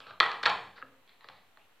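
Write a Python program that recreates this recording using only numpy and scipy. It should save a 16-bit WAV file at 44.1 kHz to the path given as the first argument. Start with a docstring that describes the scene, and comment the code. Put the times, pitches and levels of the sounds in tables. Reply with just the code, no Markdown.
"""Plastic palettes are set down, knocked together and slid on a wooden table in a hard-walled room.
Each contact rings the case, its edges and a sharp crack; some blows also make the table top hum.
Slides are dense tiny catches, and light taps ring a hollow lid. The room adds a tail of about half
a second, longer in the bass. A small dull microphone hears it nearly in mono, with faint hiss."""
import sys
import numpy as np
from scipy import signal
from scipy.fft import rfft, irfft
from scipy.io import wavfile

SR = 44100
rng = np.random.default_rng(int(sys.argv[2]) if len(sys.argv) > 2 else 0)


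def pcm_store(signal):
    """Save signal as 16-bit PCM."""
    levels = np.round(np.clip(np.atleast_2d(signal), -1, 1) * 32767)
    wavfile.write(sys.argv[1], SR, levels.astype(np.int16).T)


def invert_db(level):
    """Linear amplitude ratio for a level in decibels (20 dB per decade), elementwise."""
    return 10 ** (np.asarray(level, dtype=float) / 20)


N = 79380  # samples, 1.8 s


def evened(x):
    """Scales a sound to an average strength (rms) of 1."""
    return x / np.sqrt(np.mean(x ** 2) + 1e-20)


def read(points, hz):
    """Reads a table between its points, along log frequency."""
    point_hz, value = np.transpose(points)
    return np.interp(np.log(hz + 1), np.log(point_hz + 1), value)


def add(mix, s, sound):
    """Mixes a sound in at time s, in seconds."""
    part = mix[max(round(s * SR), 0):][:len(sound)]
    part += sound[:len(part)]


def coloured(x, spectrum):
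    """Shapes a sound's spectrum by a table of Hz and dB."""
    n = x.shape[-1]
    gain = invert_db(read(spectrum, np.fft.rfftfreq(n, 1 / SR)))
    return irfft(rfft(x) * gain, n)


def soften(x):
    """The case, edges and slides give little treble, so a low-pass takes it away."""
    return signal.sosfilt(signal.butter(6, 4750, fs=SR, output="sos"), x)


def slide(length_s, level_db, hz):
    """Dense tiny catches excite one narrow resonance and a wide band, under one smooth stroke."""
    catches_per_s, wide_db = 2500, -6.5  # wide band relative to the narrow one
    width, skew = 0.12, 0.7  # relative half-width; a skew below 1 makes the stroke peak early
    n = round(length_s * SR)
    grit = (rng.random(8192) < catches_per_s / SR) * rng.standard_normal(8192)
    grit = np.resize(grit, n)  # a longer slide repeats the same grit
    narrow = signal.butter(2, [hz * (1 - width), hz * (1 + width)], "bandpass", fs=SR, output="sos")
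    wide = signal.butter(3, [500, 4600], "bandpass", fs=SR, output="sos")
    sound = evened(signal.sosfilt(narrow, grit))
    sound = sound + invert_db(wide_db) * evened(signal.sosfilt(wide, grit))
    stroke = np.sin(np.pi * np.linspace(0, 1, n) ** skew)
    return invert_db(level_db) * soften(sound) * stroke


def room_tone():
    """The quiet background of the room is steady noise, strongest in the low and middle range."""
    # Colour of the background. Each row: frequency in Hz, relative level in dB per Hz.
    air = [(40, -37), (62, -13.5), (85, 7), (115, -4.5), (170, 0), (300, -1.5), (600, 2), (1500, -1),
           (3000, -8.5), (4300, -10.5), (5200, -26), (9000, -40.5)]
    return invert_db(-71.5) * evened(coloured(rng.standard_normal(N), air))


def microphone_hiss():
    """The microphone's own noise is drawn separately for each channel."""
    # Colour of the hiss. Each row: frequency in Hz, relative level in dB per Hz.
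    hiss = [(25, 0.5), (200, 3.5), (1000, 6), (3000, 7), (5000, -5), (8000, -5.5), (9500, -7), (10100, -20),
            (10700, -3.5), (12500, -5), (14500, -5), (15100, -9), (15600, -13.5)]
    return invert_db(-69) * evened(coloured(rng.standard_normal((2, N)), hiss))


def room_tail():
    """Sparse reflections of random sign build up quickly, then each band dies at its own speed."""
    # How long the room rings. Each row: frequency in Hz, time to fall by 60 dB in seconds.
    decay = [(100, 0.99), (260, 0.89), (700, 0.48), (1840, 0.47), (4850, 0.44), (9000, 0.69), (14000, 0.23)]
    # How the walls colour the tail. Each row: frequency in Hz, relative level in dB.
    colour = [(80, 4.5), (300, 4.5), (800, 9), (1500, -5.5), (3000, -1), (4500, -7.5), (6000, -10),
              (12000, 4)]
    build_s = 0.004
    reflections = np.zeros(SR)
    at = np.arange(100, SR - 20, 20)  # one reflection in every 20 samples
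    reflections[at + rng.integers(0, 20, len(at))] = rng.choice([-1., 1.], len(at))
    reflections *= 1 - np.exp(-np.arange(SR) / SR / build_s)
    hz, t, bands = signal.stft(reflections, SR, nperseg=512)
    fall_db = 60 * t / read(decay, hz)[:, None]
    bands = bands * invert_db(read(colour, hz)[:, None] - fall_db)
    tail = signal.istft(bands, SR, nperseg=512)[1]
    return tail / np.linalg.norm(tail)


def ring(modes, t, vary=1):
    """One strike sets off fading tones, neighbours in opposite phase, a little different each time."""
    detune, spread_db = 0.02, 1.2  # typical differences between strikes, both scaled by vary
    rise_cycles = 0.36  # soft start
    hz, db, t60 = np.transpose(modes)[:, :, None]
    pitch_draw, level_draw = vary * rng.standard_normal((2, len(modes), 1))
    hz = hz * (1 + detune * pitch_draw)
    rise = (1 - np.exp(-t * hz / rise_cycles)) ** 2
    sign = (-1.) ** np.arange(len(modes))[:, None]
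    fade = invert_db(db + spread_db * level_draw - 60 * t / t60)
    return (sign * rise * fade * np.sin(2 * np.pi * hz * t)).sum(0)


def contact(case_db, edge_db, crack_db, focus_hz):
    """A blow, then the brief chatter of loose pans, rings the case, its thin edges and a crack."""
    # Tones of the case, its thin edges and the sharp crack. Each row: frequency in Hz before detuning,
    # level in dB before the strike's variation (and, for the case, before the focus),
    # time to fall by 60 dB in seconds.
    case = [(800, -2, .012), (1080, 0, .013), (1350, 0, .014), (1640, 0, .012), (1980, 0, .012)]
    edge = [(2405, 3.5, 0.0068), (3086, -2, 0.0061), (3407, 0.56, .009), (3890, -0.69, 0.0073),
            (4327, 2, 0.0077)]
    crack = [(5100, 0, .006), (5900, -4, .005), (7000, -5, .005), (8600, -14, .003), (11200, -22, .002),
             (12800, -21, .002), (14500, -24, .002)]
    # Gains added to every contact: case, edge, crack, all in dB.
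    gains_db = [0, -0.5, 3.5]
    chatter_s, chatter_per_s, chatter_db = 0.003, 3000, -9  # fade time, density, level against the blow
    focus_db_per_octave = -14  # case tones away from the focus ring less
    t = np.arange(2000) / SR
    chatter = (rng.random(len(t)) < chatter_per_s / SR) * rng.standard_normal(len(t))
    chatter = chatter * np.exp(-t / chatter_s) * invert_db(chatter_db)
    chatter[0] = 1  # the blow itself
    chatter = chatter / np.linalg.norm(chatter)
    focused = [(hz, db + focus_db_per_octave * abs(np.log2(hz / focus_hz)), t60)
               for hz, db, t60 in case]
    body = invert_db(case_db + gains_db[0]) * ring(focused, t)
    body = body + invert_db(edge_db + gains_db[1]) * ring(edge, t)
    sharp = invert_db(crack_db + gains_db[2]) * ring(crack, t)
    return signal.fftconvolve(soften(body) + sharp, chatter)


def knock(*levels_db):
    """The table top hums after a blow, in deep, middle and upper groups of tones."""
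    # Tones of the table top, in three groups from deep to upper. Each row: frequency in Hz and level
    # in dB, both before the strike's small variation, time to fall by 60 dB in seconds.
    table_top = [
        [(90.5, -2.6, 0.2), (127.3, -3.6, 0.19), (190.6, -2.5, 0.17)],
        [(267.9, -5.3, 0.15), (522.6, 2, 0.055)],
        [(330.4, 1, 0.037), (465.4, 5.5, 0.06), (656.3, 11, 0.027)],
    ]
    t = np.arange(SR // 2) / SR
    return sum(invert_db(db) * ring(modes, t, vary=0.067) for db, modes in zip(levels_db, table_top))


def tap(level_db):
    """A light tap rings a hollow lid."""
    # Tones of the lid. Each row: frequency in Hz and level in dB, both before the strike's variation,
    # time to fall by 60 dB in seconds.
    lid = [(1285, -3.5, 0.024), (1600, -4.5, 0.026), (2110, -13, .008), (2740, -11, 0.013)]
    return invert_db(level_db) * ring(lid, np.arange(2000) / SR)


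def scene():
    """Sounds take turns among four spots on the table, each with its own path through the room."""
    # Contacts. Each row: start in seconds, case, edge and crack levels in dB before the fixed gains,
    # share sent to the room in dB, where the case rings most in Hz.
    hits = [(.003, -36, -42.5, -55.5, 6, 1510), (.0685, -52, -45.5, -66, 11, 1350),
            (.1072, -49, -46.5, -68, -1, 1900), (.2012, -17, -9, -28, -2.5, 1820),
            (.2030, -15, -22.5, -46, 2, 1940), (.2055, -7, -17, -57.5, 1, 1356),
            (.229, -17.5, -35, -61.5, 1, 1570), (.240, -21.5, -31, -49, 1, 1420),
            (.261, -20.5, -34, -49.5, -9.5, 1670), (.316, -26, -33, -47.5, 4, 1280),
            (.430, -33, -34, -41.5, -7, 1500), (0.4323, -24, -28, -48, 5, 1490),
            (.435, -28.5, -25.5, -42, 4.5, 1500), (.4558, -20, -15.5, -43, 2.5, 1800),
            (.4595, -11.5, -17, -35.5, 1.5, 1620), (.465, -14, -22, -37, -6, 1270),
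            (.474, -11, -39, -49, -0.5, 1190), (.496, -28, -45, -38.5, -0.5, 1220),
            (.500, -28, -24, -47, -9, 1320), (.783, -46, -59, -79, -3, 990),
            (1.076, -66.5, -57.5, -87.5, 10, 1300), (1.0925, -54.5, -51, -87.5, -7, 1600),
            (1.208, -49, -52, -78.5, 7.5, 1500), (1.243, -40.5, -49.5, -74.5, -5.5, 1296),
            (1.2866, -38, -39, -57, -1, 1270), (1.298, -34.5, -55, -71, -10, 940),
            (1.317, -54, -58, -75, -9, 900), (1.331, -44, -63.5, -75, -4.5, 892),
            (1.572, -44, -54.5, -74, -1, 1300), (1.643, -76.5, -64, -82, -13.5, 1315),
            (1.757, -73, -65, -80.5, -6.5, 1295)]
    # Knocks carried into the table top. Each row: start in seconds, then the levels of
    # the deep, middle and upper tones in dB.
    knocks = [(.003, -67, -57, -64.5), (0.067, -62.5, -74.5, -60.5), (0.106, -64, -80, -59.5),
              (.203, -52.5, -52, -36), (.435, -63, -46.5, -49.5), (.460, -49, -44.5, -38.5),
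              (.496, -52.5, -62, -47), (.830, -65, -48.5, -69.5), (1.246, -70, -68, -64),
              (1.288, -64.5, -57.5, -69.5), (1.574, -78, -77, -72)]
    # Light taps on the lid. Each row: start in seconds, level in dB, share sent to the room in dB.
    taps = [(0.0667, -42.5, -2.5), (0.082, -44, -3), (0.1084, -37.5, -3.5), (0.111, -39, -6.5),
            (0.124, -44.5, 1), (0.135, -46.5, -2), (.818, -39, -12), (0.825, -29, -7.5)]
    # Slides. Each row: start in seconds, length in seconds, level in dB before the wide band,
    # softening and stroke, pitch of the scrape in Hz.
    slides = [(0, 0.093, -61, 2530), (.06, 0.079, -53.5, 1256), (.755, 0.057, -56, 1490),
              (0.775, .016, -52.5, 1930), (.755, 0.067, -62, 3960), (1.07, 0.12, -72.5, 3780),
              (1.085, 0.082, -71.5, 2000), (1.19, 0.3, -69.5, 3950), (1.209, 0.25, -69, 2000),
              (1.29, 0.03, -75.5, 972), (1.58, .07, -71, 2587), (1.549, 0.042, -77, 810)]
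    knock_wet_db = -7  # share of every knock sent to the room
    sounds = [(s, contact(*levels, hz), wet_db) for s, *levels, wet_db, hz in hits]
    sounds += [(s, knock(*levels), knock_wet_db) for s, *levels in knocks]
    sounds += [(s, tap(db), wet_db) for s, db, wet_db in taps]
    sounds += [(s, slide(*row), 0) for s, *row in slides]
    direct, spots = np.zeros(N), np.zeros((4, N))
    for k, (s, sound, wet_db) in enumerate(sounds):
        add(direct, s, sound)
        add(spots[k % 4], s, invert_db(wet_db) * sound)
    wet = sum(signal.fftconvolve(spot, room_tail())[:N] for spot in spots)
    mid = direct + wet + room_tone()
    return np.array([mid, mid])


def top_cut(x):
    """Nothing passes above the cut-off."""
    return signal.sosfilt(signal.butter(12, 16160, fs=SR, output="sos"), x)


def record(dry):
    """The microphone cuts the deep bass, adds hiss in each channel and a small constant offset."""
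    bass_cut = signal.butter(3, 70, "highpass", fs=SR, output="sos")
    offset = -0.0005  # of full scale
    mix = signal.sosfilt(bass_cut, dry) + microphone_hiss() + offset
    return top_cut(mix)


dry = scene()
out = record(dry)
pcm_store(out)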